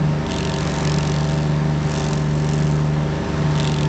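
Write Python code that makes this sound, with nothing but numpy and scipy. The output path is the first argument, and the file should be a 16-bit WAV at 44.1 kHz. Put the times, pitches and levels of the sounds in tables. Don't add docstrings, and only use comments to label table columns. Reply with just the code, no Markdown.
import sys
import numpy as np
from scipy import signal
from scipy.fft import rfft, irfft
from scipy.io import wavfile
from scipy.ndimage import uniform_filter1d

SR = 44100
rng = np.random.default_rng(int(sys.argv[2]) if len(sys.argv) > 2 else 0)


def file_out(sig):
    cols = np.atleast_2d(sig).T
    lim = np.clip(cols, -1, 1)
    pcm = np.round(lim * 32767).astype(np.int16)
    wavfile.write(sys.argv[1], SR, pcm)


def gain_from_decibels(decibels):
    exponent = np.asarray(decibels, float) / 20
    return 10 ** exponent


N = 171108
TIME = np.arange(N) / SR
FAR_CYCLE_HZ = 24.935


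def evened(x):
    return x / np.sqrt(np.mean(x ** 2) + 1e-20)


def read(points, hz):
    f, db = np.transpose(points)
    return np.interp(np.log(hz + 1), np.log(f + 1), db)


def resonance(hz, centre_hz, width_hz):
    return 1 / (1 + (2 * (hz - centre_hz) / width_hz) ** 2)


def slow(rate_hz):
    steps = rng.standard_normal(400)
    return np.interp(TIME * rate_hz, np.arange(len(steps)), steps) * np.sqrt(3 / 2)


def lines(turns, table, wobble):
    wobble_hz, phase_bend = 9, .11
    out = np.zeros(N)
    for order, db in table:
        shake = 1 + wobble * (slow(wobble_hz) + 1j * slow(wobble_hz))
        phase = np.exp(2j * np.pi * (order * turns + phase_bend * order ** 2))
        out += np.sqrt(2) * gain_from_decibels(db) * (shake * phase).real
    return out


def load():
    s, first_db, second_db = np.transpose(BITE)[:3]
    effort = (np.maximum(first_db, second_db) + 44.5) / 18
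    return np.interp(TIME, s, np.clip(effort, 0, 1))


def strained(x, extra_db):
    return x * gain_from_decibels(extra_db * uniform_filter1d(load(), size=8000))


# centre in seconds, length in seconds, level in dB, centre pitch in Hz.
GUST_SWELLS = [
    (.06, .06, -29, 150),
    (1.85, 0.045, -30, 150),
    (2.1, .12, -32.5, 80),
    (3.36, .1, -36, 75),
    (3.46, 0.062, -30.5, 150),
]


def gusts():
    hz = np.fft.rfftfreq(N, 1 / SR)
    out = np.zeros(N)
    for s, length, db, centre_hz in GUST_SWELLS:
        band = np.exp(-(np.log2((hz + 1) / centre_hz) / .45) ** 2)
        rumble = irfft(rfft(rng.standard_normal(N)) * band, N)
        out += gain_from_decibels(db) * evened(rumble) * np.exp(-((TIME - s) / length) ** 2)
    return out


# frequency in Hz, level in dB per Hz.
ROAR_COLOUR = [(28, -23.5), (90, -12), (180, -4.5), (260, -12), (480, -18.5), (914, -15.5), (6030, -33.5),
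               (8300, -50)]
# centre in Hz, width in Hz, level in dB.
CASING_RINGS = [(177.4, 19, -33.5), (384, 70, -40), (575, 72, -44.5), (1004, 190, -50), (1740, 280, -45.5),
                (7100, 820, -57)]
# time in seconds, gain in dB.
ROAR_SWELL = [(0, -0.5), (.35, 1.05), (.8, 3), (1.4, -0.3), (1.75, -0.5), (2.0, 1.8), (2.3, -1.9),
              (2.6, -0.1), (2.9, -1.5), (3.4, 2.3), (3.88, -0.3)]


def roar():
    roar_db, patch_db, throb_depth = -30.5, 1, 0.11
    frames, hz = N // 256 + 5, np.fft.rfftfreq(1024, 1 / SR)
    a, b, patches = rng.standard_normal((frames, 513, 3)).T
    patches = uniform_filter1d(patches, size=10, axis=0)
    patches = evened(uniform_filter1d(patches, size=12, axis=1))
    z = (a + 1j * b) * gain_from_decibels(read(ROAR_COLOUR, hz)[:, None] + patch_db * patches)
    air = gain_from_decibels(roar_db) * evened(signal.istft(z, nperseg=1024, noverlap=768)[1][:N])

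    hz = np.fft.rfftfreq(N, 1 / SR)
    white = rfft(rng.standard_normal(N))
    for centre_hz, width_hz, db in CASING_RINGS:
        air += gain_from_decibels(db) * evened(irfft(white * resonance(hz, centre_hz, width_hz), N))
    throb = 1 + throb_depth * np.cos(2 * np.pi * 3 * FAR_CYCLE_HZ * TIME)
    return air * throb * gain_from_decibels(np.interp(TIME, *np.transpose(ROAR_SWELL)))


# order of the engine cycle, level in dB.
FAR_EXHAUST = [(2, -40.5), (3, -62.5), (4, -40), (6, -25), (8, -55), (9, -42), (10, -54.5), (11, -51),
               (12, -35.5), (13, -42), (14, -65.5), (15, -42.5), (16, -46.5), (17, -44.5), (18, -62),
               (20, -45), (21, -48), (22, -48.5), (23, -43.5), (25, -50), (26, -50), (28, -50), (43, -61.5),
               (44, -55), (45, -67), (50, -70), (54, -52), (69, -51)]


def far_engine():
    sag_s, sag_hz = 3.2, .12
    cycles = FAR_CYCLE_HZ * TIME - sag_hz * np.maximum(TIME - sag_s, 0)
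    return lines(cycles, FAR_EXHAUST, wobble=.07)


# time in seconds, pump pulse rate in Hz.
PUMP_SPEED = [(0.0, 131.9), (0.25, 131.78), (0.5, 130.37), (0.75, 130.61), (1.0, 130.33), (1.25, 130.45),
              (1.5, 130.52), (1.75, 131.56), (1.9, 130.94), (2.05, 129.7), (2.25, 129.68), (2.5, 130.22),
              (2.75, 130.34), (3.0, 131.05), (3.25, 131.54), (3.45, 131.56), (3.65, 130.18), (3.88, 127.8)]


def pulses():
    return np.cumsum(np.interp(TIME, *np.transpose(PUMP_SPEED))) / SR


# order of the engine cycle, level in dB.
NEAR_EXHAUST = [(3, -33), (4, -47.5), (5, -52), (6, -26.5), (7, -36), (8, -44.5), (9, -34), (12, -77.5),
                (15, -52.5)]


def near_engine():
    cycle_per_pulse, crank_lead = .1914, .16
    cycles = cycle_per_pulse * pulses() + crank_lead
    return strained(lines(cycles, NEAR_EXHAUST, wobble=.08), extra_db=0.85)


# harmonic of the pulse rate, level in dB.
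PUMP_WHINE = [(1, -55.5), (2, -46.5), (3, -37.5), (4, -48.5), (5, -43), (6, -44.5), (7, -43), (8, -51.5),
              (9, -59), (10, -57), (16, -57)]


def pump():
    return strained(lines(pulses(), PUMP_WHINE, wobble=.2), extra_db=4)


TEETH_AT_TURN = [.03, .42]


def tooth_strikes():
    half_turns = .3445 * pulses()
    turn, tooth = np.divmod(np.arange(2 * int(half_turns[-1])), 2)
    at = np.interp(turn + np.take(TEETH_AT_TURN, tooth), half_turns, TIME)
    return at, turn, tooth


# frequency in Hz, level in dB.
CRACK_COLOUR = [(700, -18), (1800, -7), (3200, -0.5), (5000, -2.5), (7300, 2), (8200, -11)]
# centre in Hz, width in Hz, boost in dB.
GUARD_RINGS = [(2710, 440, 6.5), (3580, 280, 4), (4180, 300, 2.5), (5500, 300, 1.5)]


def chip_colour(hz, pitch_hz):
    bump_db, chip_db, chip_octaves = 1.8, 5, 0.55
    bump_hz = np.linspace(0, SR / 4, 24)
    bumps = np.array([np.interp(hz, bump_hz, row) for row in rng.standard_normal((len(pitch_hz), 24))])
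    peak = np.exp(-(np.log2((hz + 1) / pitch_hz) / chip_octaves) ** 2)
    colour_db = read(CRACK_COLOUR, hz) + bump_db * bumps + chip_db * peak
    for ring_hz, width_hz, ring_db in GUARD_RINGS:
        colour_db += ring_db * resonance(hz, ring_hz, width_hz)
    return colour_db


# time in seconds, first teeth in dB, second teeth in dB, chip pitch in Hz, tear in ms.
BITE = [(0, -53.5, -57.5, 3500, 4.2), (.22, -51, -70, 3600, 2), (0.309, -32, -30.5, 3470, 2.6),
        (.45, -48.5, -28.5, 3050, 2), (.78, -37.5, -33, 6200, 2.8), (0.899, -54, -28, 4600, 2.5),
        (1.33, -35.5, -36.5, 4600, 3), (1.55, -50.5, -45.5, 4230, 1.9), (1.799, -49, -47, 6000, 3),
        (1.952, -35, -29, 5500, 3.5), (2.121, -31, -42.5, 5580, 3.6), (2.251, -43.5, -49, 6330, 7.5),
        (2.501, -35, -41, 6870, 1.9), (2.72, -41, -40, 6400, 1.6), (2.95, -53, -51, 6480, 4.8),
        (3.5, -45.5, -45.5, 4000, 2.4), (3.59, -28, -31, 3230, 1.1), (3.749, -45.5, -30, 3450, 2.4)]
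ODD_TURN_DB = [-3.5, -1.4]
# time in seconds, extra level in dB.
HARD_KNOTS = [
    (.267, 8.5),
    (.385, 4.5),
    (.61, 2),
    (.875, 5.5),
    (1.975, 3.5),
    (2.134, 1.5),
    (2.53, 5),
    (3.6, 3.5),
    (3.676, 4),
]


def wheel():
    jitter_s, spread_db, early_share = .0003, 1.2, 1.1
    snap_db, snap_spread_db, snap_s = 10, 2.2, .00005
    ring_share, echo_s, echo_db = .55, 0.0077, -5.5
    size, lead = 1024, 64

    at, turn, tooth = tooth_strikes()
    luck = np.clip(rng.standard_normal((len(at), 5)), -2, 2)
    at = at + jitter_s * luck[:, 0]
    s, first_db, second_db, chip_hz, tear_ms = np.transpose(BITE)
    db = np.where(tooth, np.interp(at, s, second_db), np.interp(at, s, first_db))
    db += np.take(ODD_TURN_DB, tooth) * (turn % 2 - .5) + spread_db * luck[:, 1]
    knot_db = sum(extra_db * (abs(at - knot_s) < .004) for knot_s, extra_db in HARD_KNOTS)
    db += knot_db
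    pitch_hz = np.interp(at, s, chip_hz)[:, None] * (1 + 0.027 * luck[:, 4:])
    tear_s = np.interp(at, s, tear_ms)[:, None] / 1000
    at = at - early_share * (tear_s[:, 0] - .002)

    t = np.arange(size) / SR
    tear = np.minimum(t / 0.00073, 1) * np.exp(-np.maximum(t - tear_s, 0) / (ring_share * tear_s))
    snap_at = tear_s * (1 + 0.28 * luck[:, 2:3])
    snap = gain_from_decibels(snap_db + knot_db[:, None] + snap_spread_db * luck[:, 3:4])
    snap = snap * np.exp(-((t - snap_at) / snap_s) ** 2)
    echo = gain_from_decibels(echo_db) * np.minimum(t / tear_s, 1) * np.exp(-t / echo_s)
    chips = rng.standard_normal((len(at), size)) * (tear + echo) + snap

    colour_db = chip_colour(np.fft.rfftfreq(size, 1 / SR), pitch_hz)
    chips = irfft(rfft(np.roll(chips, lead, axis=1)) * gain_from_decibels(colour_db))
    chips *= gain_from_decibels(db - 5)[:, None] / chips.std(axis=1, keepdims=True)
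    out = np.zeros(N + size)
    start = np.clip(at * SR - lead, 0, N).astype(int)
    np.add.at(out, start[:, None] + np.arange(size), chips)
    return out[:N]


def scene():
    mix = gusts() + roar() + far_engine() + near_engine() + pump() + wheel()
    return mix[None]


def top_cut(x):
    return signal.sosfilt(signal.butter(12, 8850, fs=SR, output="sos"), x)


def record(dry):
    hz = np.fft.rfftfreq(N, 1 / SR)
    dip_hz, dip_width_hz, edge_hz, edge_width_hz = 6895, 60, 8620, 150
    dip = 1 - .9 / (1 + ((hz - dip_hz) / dip_width_hz) ** 2)
    edge = gain_from_decibels(-9 * np.logaddexp(0, (hz - edge_hz) / edge_width_hz))
    mix = irfft(rfft(dry) * dip * edge, N)
    return top_cut(mix)


dry = scene()
out = record(dry)
file_out(out)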